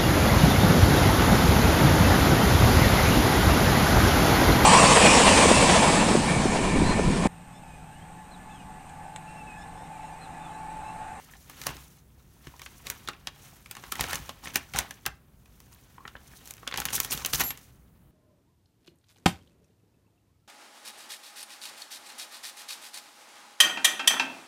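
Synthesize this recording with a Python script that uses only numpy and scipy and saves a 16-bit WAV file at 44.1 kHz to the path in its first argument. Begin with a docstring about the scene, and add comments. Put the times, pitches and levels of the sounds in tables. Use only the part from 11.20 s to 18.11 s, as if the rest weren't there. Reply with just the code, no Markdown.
"""A fan hums over microphone hiss in a small quiet room while a kitten works a paper bag on a desk.
Paper rustles, then creases snap: noise grains and slip bursts, through panel resonances and sheet colour.
Teeth rip it in dense swells of grains, paws thump the desk's low modes, stiff folds crack as clicks.
Late on, a small metal piece tinkles once as struck sines. Paper and metal also feed a short dull echo."""
import sys
import numpy as np
from scipy import signal
from scipy.fft import rfft, irfft
from scipy.io import wavfile

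SR = 44100
rng = np.random.default_rng(int(sys.argv[2]) if len(sys.argv) > 2 else 0)


def unload_wav(signal):
    """Save mono or channel-first audio to the path in sys.argv[1] as 16-bit WAV at rate SR, clipped to [-1, 1]."""
    wavfile.write(
        sys.argv[1],
        SR,
        np.round(np.clip(np.atleast_2d(signal).T, -1, 1) * 32767).astype(np.int16),
    )


N = 304731


def amp(db):
    """Decibels to a linear gain."""
    return 10 ** (np.asarray(db) / 20)


def rms_one(x):
    """Scale a signal to an rms of 1."""
    return x / np.sqrt(np.mean(x ** 2) + 1e-20)


def at_hz(points, hz):
    """Read a spectrum in dB, straight between its points on a log frequency axis."""
    points_hz, points_db = np.array(points).T
    return np.interp(np.log(hz), np.log(points_hz), points_db)


def coloured(x, spectrum):
    """A causal minimum-phase filter of the given spectral shape; white noise keeps its rms."""
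    size = 8192
    bins_hz = np.maximum(np.arange(size // 2 + 1) * SR / size, 1)
    cepstrum = irfft(np.log(amp(at_hz(spectrum, bins_hz))))
    cepstrum[1:size // 2] *= 2      # folding the cepstrum makes the phase minimum
    response = irfft(np.exp(rfft(cepstrum[:size // 2], size)))
    return signal.fftconvolve(x, response / np.sqrt(np.sum(response ** 2)))[:N]


def drift(rate_hz):
    """Slow random wander, spread 1: noise through two equal low-pass poles."""
    step = 40      # samples between computed points
    r = np.exp(-2 * np.pi * rate_hz * step / SR)
    noise = rng.standard_normal(N // step + 2002)
    slow = signal.lfilter([1], [1, -2 * r, r * r], noise)[2000:]
    return np.interp(np.arange(N) / step, np.arange(len(slow)), rms_one(slow))


def ring(clicks, hz, t60_s):
    """A struck mode: a unit click sets off a decaying sine of starting height 1."""
    r, w = amp(-60 / (t60_s * SR)), 2 * np.pi * hz / SR
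    return signal.lfilter([0, np.sin(w)], [1, -2 * r * np.cos(w), r * r], clicks + 1e-18)


def panel(x, hz, sharpness):
    """A flat patch of paper between creases: one broad resonance, gain 1 on top."""
    return signal.lfilter(*signal.iirpeak(hz, sharpness, fs=SR), x)


# Tone of fan and hiss together: (f/Hz, relative level/dB per Hz)
HUM_TONE = [(25, -8), (60, 3), (95, -5.5), (130, -1.5), (240, -12), (480, -21), (1500, -31.5), (4800, -51),
            (10500, -37), (13000, -36)]
HUM_DB = -55.5      # rms level


def fan_and_hiss():
    """Steady noise shaped to the low hum of the fan and the high hiss of the microphone."""
    return amp(HUM_DB) * coloured(rng.standard_normal(N), HUM_TONE)


# Paper worked slowly by paws and fur: (t/s, body level/dB, treble level/dB), before the paper colour
RUSTLE_CURVE = [(0.0, -55.5, -58.5), (0.2, -68.5, -62.5), (0.421, -48, -53), (0.7, -67.5, -61),
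                (0.87, -73.5, -71.5), (1.19, -68, -65.5), (1.25, -58, -57.5), (1.45, -65, -62),
                (1.82, -58.5, -59.5), (2.04, -64.5, -70), (2.249, -59, -54.5), (2.45, -64, -63.5),
                (2.85, -47, -50.5), (3.15, -60, -63), (3.5, -67.5, -67), (3.75, -66.5, -60),
                (4.0, -73.5, -79), (4.22, -74.5, -74.5), (4.45, -68.5, -65), (4.98, -66.5, -68.5),
                (5.19, -61.5, -57.5), (5.45, -64, -64), (5.75, -52, -49.5), (6.281, -48, -46.5),
                (6.35, -56.5, -81), (6.39, -64, -55), (6.57, -76.5, -74.5), (6.91, -74, -90)]


def rustle_levels():
    """Body and treble level of the slow rubbing, gliding in dB from point to point."""
    s, *levels_db = np.transpose(RUSTLE_CURVE)
    t = np.arange(N) / SR
    return amp([np.interp(t, s, db) for db in levels_db])


RIP_SLIDE = 0.35      # gain of the smooth slide within a rip


def crackle(rustle, rips, panels_hz, typical_per_s, size_db, grain_ms, grain_db, rip_grain_db):
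    """Clumped grains, each a short puff on one of the panels, over a patchy slide; rips favour grains."""
    born = rng.random(N) < typical_per_s * amp(6.0 * drift(25)) / SR
    sizes = amp(size_db * np.minimum(rng.exponential(1, N), 2.2))
    dealt = rng.integers(0, len(panels_hz), N)      # the panel each grain lands on
    fade = np.exp(-1000 / grain_ms / SR)
    grains = np.zeros(N)
    for k, hz in enumerate(panels_hz):
        puff = signal.lfilter([1], [1, -fade], born * sizes * (dealt == k) + 1e-18)
        grains += rms_one(panel(puff * rng.standard_normal(N), hz, 3.9))
    slide = rng.standard_normal(N) * amp(2.0 * drift(30) + 1.5 * drift(10))
    grain_level = amp(grain_db) * rustle + amp(rip_grain_db) * rips
    slide_level = rustle + RIP_SLIDE * rips
    return grain_level * rms_one(grains) + slide_level * slide


# Creases buckling: (t/s, relative strength level/dB, treble level re strength/dB, panel pitch f/Hz)
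CREASES = [(0.135, -33, -22, 1810), (0.297, -29, -6, 1020), (0.415, -22, -9.5, 4330),
           (0.436, -26, -10, 2020), (0.467, -10.5, -6, 1134), (0.49, -22.5, -12, 1900),
           (0.567, -29, -12, 4530), (1.269, -28, -17, 1820), (1.338, -35, -46, 1010),
           (1.394, -29.5, -10, 1900), (1.417, -24.5, -10.5, 1180), (1.461, -23, -14, 2140),
           (1.668, -17, -10.5, 3600), (1.7, -18, 1, 1890), (1.8746, -17.5, -17.5, 3540),
           (1.886, -12, -14.5, 1126), (1.932, -31, -18, 2480), (2.071, -12, -14.5, 3040),
           (2.459, -29.5, -15, 1900), (2.511, -22.5, -3, 2530), (2.551, -27.5, -11, 1840),
           (2.567, -25, -12.5, 1100), (2.637, -25, -17, 990), (2.718, -21, -11, 2500),
           (2.721, -12, -7, 1300), (2.754, -19.5, -11, 2000), (2.793, -14, -24, 925),
           (2.808, -7, -8.5, 1810), (2.839, -14, -14, 690), (2.93, -10.5, -15, 1690),
           (2.955, -16, -6, 4300), (3.092, -17.5, -12, 940), (3.255, -22.5, -18.5, 1800),
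           (3.272, -20, -20, 2480), (3.357, -5, -6, 1930), (3.536, -20, -11.5, 2200),
           (3.56, -14, -11.5, 1540), (3.588, -9, -7, 1640), (3.708, -21, -9.5, 1800),
           (3.854, -22, -16, 1700), (3.862, -11, -4.5, 3400), (3.865, -13, -33, 1590),
           (4.257, -42, -13, 2520), (4.402, -37.5, -4, 1060), (4.78, -30.5, -40, 1050),
           (4.805, -36, -58, 1060), (4.852, -24.5, -45, 1710), (4.877, -24, -16, 1400),
           (4.952, -26, -47, 1530), (4.965, -36, -24, 2900), (5.134, -37, -41, 1700),
           (5.308, -30.5, 4, 2400), (5.379, -34, -13, 1700), (5.43, -30.5, -38.5, 1070),
           (5.468, -26, -40.5, 1250), (5.475, -11, -14.5, 3470), (5.512, -22.5, -15, 1940),
           (5.523, -17.5, -27, 3250), (5.54, -14, -15.5, 1440), (5.559, -19.5, -15, 1985),
           (5.574, -12.5, -8.5, 3040), (5.601, -17, -1.5, 900), (5.617, -17.5, -18, 1500),
           (5.653, -12.5, -3.5, 1650), (5.685, -15.5, -20.5, 2650), (5.704, -21, -9, 1690),
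           (5.778, -18.5, -16, 1720), (5.801, -11, 0.5, 1200), (5.832, -23, -5, 3000),
           (5.847, -18, -2.5, 1950), (5.919, -12.5, -8.5, 3320), (5.975, -18, -10, 3820),
           (6.048, -10.5, -10.5, 3500), (6.062, -19, 1, 1590), (6.133, -8, -10.5, 4500),
           (6.213, -11, -19, 2360), (6.236, -28, 4, 810), (6.305, -15.5, -8.5, 2380),
           (6.374, -33, -5, 3170)]
PANEL_SHARPNESS = 6.0
PANEL_DB, PANEL_GAIN = -17, 0.27      # knock at a treble of 0 dB; dB more knock per dB less treble


def snaps(slip_ms, settle_ms, settle_db, dull_hz, fibre_hz):
    """A crease gives way in a ms or two of tiny slips, then settles; the panel beside it knocks."""
    size = 1024
    out, ms = np.zeros((2, N + size)), np.arange(size) / SR * 1000
    slips = rng.standard_normal((len(CREASES), 2, size)) * rng.uniform(0, 1, (len(CREASES), 1, size))
    slow = ms / slip_ms / np.array([[1.8], [1]])      # the heavy body builds up more slowly than the crack
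    give = slow * np.exp(-slow ** 2)
    settle = amp(settle_db) * np.exp(-ms / settle_ms) * (1 - np.exp(-slow)) * [[1], [.3]]
    for (s, db, treble_db, hz), slip in zip(CREASES, slips):
        body, crack = slip * (give + settle)
        knock_db = PANEL_DB - PANEL_GAIN * treble_db
        knock = amp(knock_db) * rms_one(panel((slip * give)[0], hz, PANEL_SHARPNESS))
        # a crease weak in treble is dull throughout
        body_cut_hz = np.clip(dull_hz * amp(treble_db / 2), 0.71 * hz, 15000)
        crack_cut_hz = np.clip(fibre_hz * amp(treble_db / 2), 4000, 20000)
        body = signal.lfilter(*signal.butter(2, body_cut_hz, fs=SR), rms_one(body) + knock)
        crack = signal.lfilter(*signal.butter(2, crack_cut_hz, fs=SR), crack)
        # a small panel moves little air in the bass
        body = signal.lfilter(*signal.butter(1, 0.43 * hz, "high", fs=SR), body)
        burst = np.array([rms_one(body), rms_one(crack)]) / np.sqrt(size)
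        out[:, round(s * SR):][:, :size] += burst * amp([[db], [db + treble_db]])
    return out[:, :N]


# Teeth and claws ripping: (start t/s, length t/s, body level/dB, treble level/dB), before the paper colour
RIP_BURSTS = [(0.455, 0.051, -43.5, -51.5), (1.644, 0.072, -48.5, -61), (2.778, 0.081, -52.5, -47.5),
              (2.874, 0.038, -42.5, -49), (2.917, 0.05, -41, -43.5), (3.22, 0.082, -47.5, -55),
              (3.334, 0.037, -39.5, -45), (3.535, 0.065, -36, -48), (4.514, 0.034, -67.5, -62),
              (5.248, 0.057, -73, -55), (5.58, 0.013, -32.5, -34.5), (5.658, 0.0057, -39, -37),
              (5.726, 0.033, -41.5, -31), (5.902, 0.04, -42, -35.5), (6.127, 0.03, -37.5, -32.5),
              (6.194, 0.023, -35.5, -34)]
RIP_RISE, RIP_TRAIL = 0.23, 0.19      # rise and trail as shares of a rip's length
UNFOLD_S, UNFOLD_DB = 0.069, -11      # decay time and level of the rustle after a rip


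def rip_levels():
    """Levels of rips that build up and trail off, and of crushed paper unfolding ever more softly."""
    t = np.arange(N) / SR
    rips, unfolding = np.zeros((2, 2, N))
    for start, length, *rip_db in RIP_BURSTS:
        rise = np.clip((t - start) / (RIP_RISE * length), 0, 1)
        after = np.maximum(t - start - length, 0)
        height = amp(rip_db)[:, None]
        rips += rise * np.exp(-after / (RIP_TRAIL * length)) * height
        unfolding += rise * np.exp(-after / UNFOLD_S) * height * np.sqrt(length / UNFOLD_S)
    return rips, amp(UNFOLD_DB) * unfolding


# Paws pressing the desk: (t/s, strength level/dB, push length t/ms); a short push is brighter
PAW_PUSHES = [(0.464, -35, 1), (0.492, -30, 1.4), (0.555, -39, 1.1), (1.271, -34, 0.56), (2.801, -25, 4),
              (2.997, -29.5, 4.8), (3.546, -26, 4.2), (3.877, -32.5, 3.8), (5.59, -30, 3.1),
              (5.743, -38, 3), (5.947, -28, 3.7), (6.137, -23.5, 3.4)]
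# Low modes of the desk top: (f/Hz, level re push/dB, decay by 60 dB t/s)
DESK_MODES = [(63, -12.5, 0.48), (146, -1.5, 0.06), (270, -10, 0.079), (329, -10, 0.075)]


def thumps():
    """A soft push sets the desk top ringing at its low modes."""
    pushes = np.zeros(N)
    for s, db, push_ms in PAW_PUSHES:
        push = signal.windows.hann(round(push_ms * SR / 1000))
        pushes[round(s * SR):][:len(push)] = push / push.sum() * amp(db)
    return sum(amp(db) * ring(pushes, hz, t60_s) for hz, db, t60_s in DESK_MODES)


# Stiff folds breaking at once: (t/s, click level/dB), before the paper colour
FOLD_BREAKS = [(3.588, -1.5), (5.257, -30), (5.275, -25), (5.283, -32), (5.291, -34), (5.301, -32),
               (5.338, -25), (5.368, -31), (5.728, -18.5), (5.752, -10), (5.919, -17), (5.927, -6.5),
               (6.06, -6.5), (6.195, -27)]


def cracks(fray_ms, fray_db):
    """One sudden break, then a few fibres part in about a ms."""
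    size = 128
    out, ms = np.zeros(N + size), np.arange(size) / SR * 1000
    frays = rng.standard_normal((len(FOLD_BREAKS), size)) * amp(fray_db) * np.exp(-ms / fray_ms)
    for (s, db), fray in zip(FOLD_BREAKS, frays):
        out[round(s * SR):][:size] += amp(db) * (fray - (ms == 0))
    return out[:N]


# Body tone of the paper sheet: (f/Hz, relative level/dB per Hz)
BODY_TONE = [(150, 5.5), (300, 1.5), (600, -7), (1000, -3.5), (1800, -5), (3200, -6), (5000, -13),
             (7500, -21), (16000, -68.5)]
# Treble tone of fibres tearing and sliding: (f/Hz, relative level/dB per Hz)
TREBLE_TONE = [(1000, -13), (4900, -8.5), (6200, -3.5), (8000, -7.5), (10500, -6), (12500, -6), (15500, -7)]


def paper():
    """Snaps, cracks and crackle drive the sheet, which colours their body and treble separately."""
    snap_body, snap_treble = snaps(slip_ms=1.5, settle_ms=10.8, settle_db=-10.0,
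                                   dull_hz=15900, fibre_hz=21400)
    rips, unfolding = rip_levels()
    rustle = rustle_levels() + unfolding
    body_crackle = crackle(rustle[0], rips[0], np.geomspace(750, 5000, num=8), typical_per_s=500,
                           size_db=3.5, grain_ms=2.9, grain_db=-7.0, rip_grain_db=-4.0)
    treble_crackle = crackle(rustle[1], rips[1], np.geomspace(4000, 14000, num=4), typical_per_s=710,
                             size_db=7.0, grain_ms=1.0, grain_db=-4.5, rip_grain_db=3.5)
    body = amp(5.5) * snap_body + body_crackle
    treble = amp(15.0) * snap_treble + treble_crackle + cracks(fray_ms=0.97, fray_db=-9.0)
    return coloured(body, BODY_TONE) + coloured(treble, TREBLE_TONE)


# Modes of the metal piece: (f/Hz, level re touch/dB, decay by 60 dB t/s, added slope once landed/dB per s)
METAL_MODES = [(7276, -11, .5, -900), (11646, -3, .9, -1300), (12717, 0, .45, -350)]
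# Touches on the metal: (t/s, level/dB)
METAL_TOUCHES = [(6.237, -29.5), (6.26, -30)]
METAL_STOP_S = 6.312      # it lands and is damped


def metal():
    """Each touch strikes all modes; they ring freely until the piece lands, then die faster."""
    clicks = np.zeros(N)
    for s, db in METAL_TOUCHES:
        clicks[round(s * SR)] = amp(db)
    landed = np.maximum(np.arange(N) / SR - METAL_STOP_S, 0)
    return sum(amp(db + damp * landed) * ring(clicks, hz, t60_s) for hz, db, t60_s, damp in METAL_MODES)


ECHO_T60_S, ECHO_DB, ECHO_CUT_HZ = 0.23, -16, 1520


def room(x):
    """Diffuse echoes: dull noise that builds up over the desk and wall paths and dies away."""
    t = np.arange(SR // 2) / SR
    tail = rng.standard_normal(len(t)) * amp(-60 * t / ECHO_T60_S) * np.clip(t / 0.0038, 0, 1)
    tail = signal.sosfilt(signal.butter(1, ECHO_CUT_HZ, fs=SR, output="sos"), tail)
    return amp(ECHO_DB) * signal.fftconvolve(x, tail / np.sqrt(np.sum(tail ** 2)))[:N]


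def scene():
    """Paper and metal with their echo, plus the dry thumps and the steady fan and hiss."""
    near = paper() + metal()
    return (near + room(near) + thumps() + fan_and_hiss())[None]


CUTOFF_HZ = 15900


def record(dry):
    """The microphone drops the deepest bass; the top is cut steeply."""
    dry = signal.sosfilt(signal.butter(4, 40, "high", fs=SR, output="sos"), dry)
    return signal.sosfilt(signal.ellip(10, 1, 70, CUTOFF_HZ, fs=SR, output="sos"), dry)


dry = scene()
out = record(dry)
unload_wav(out)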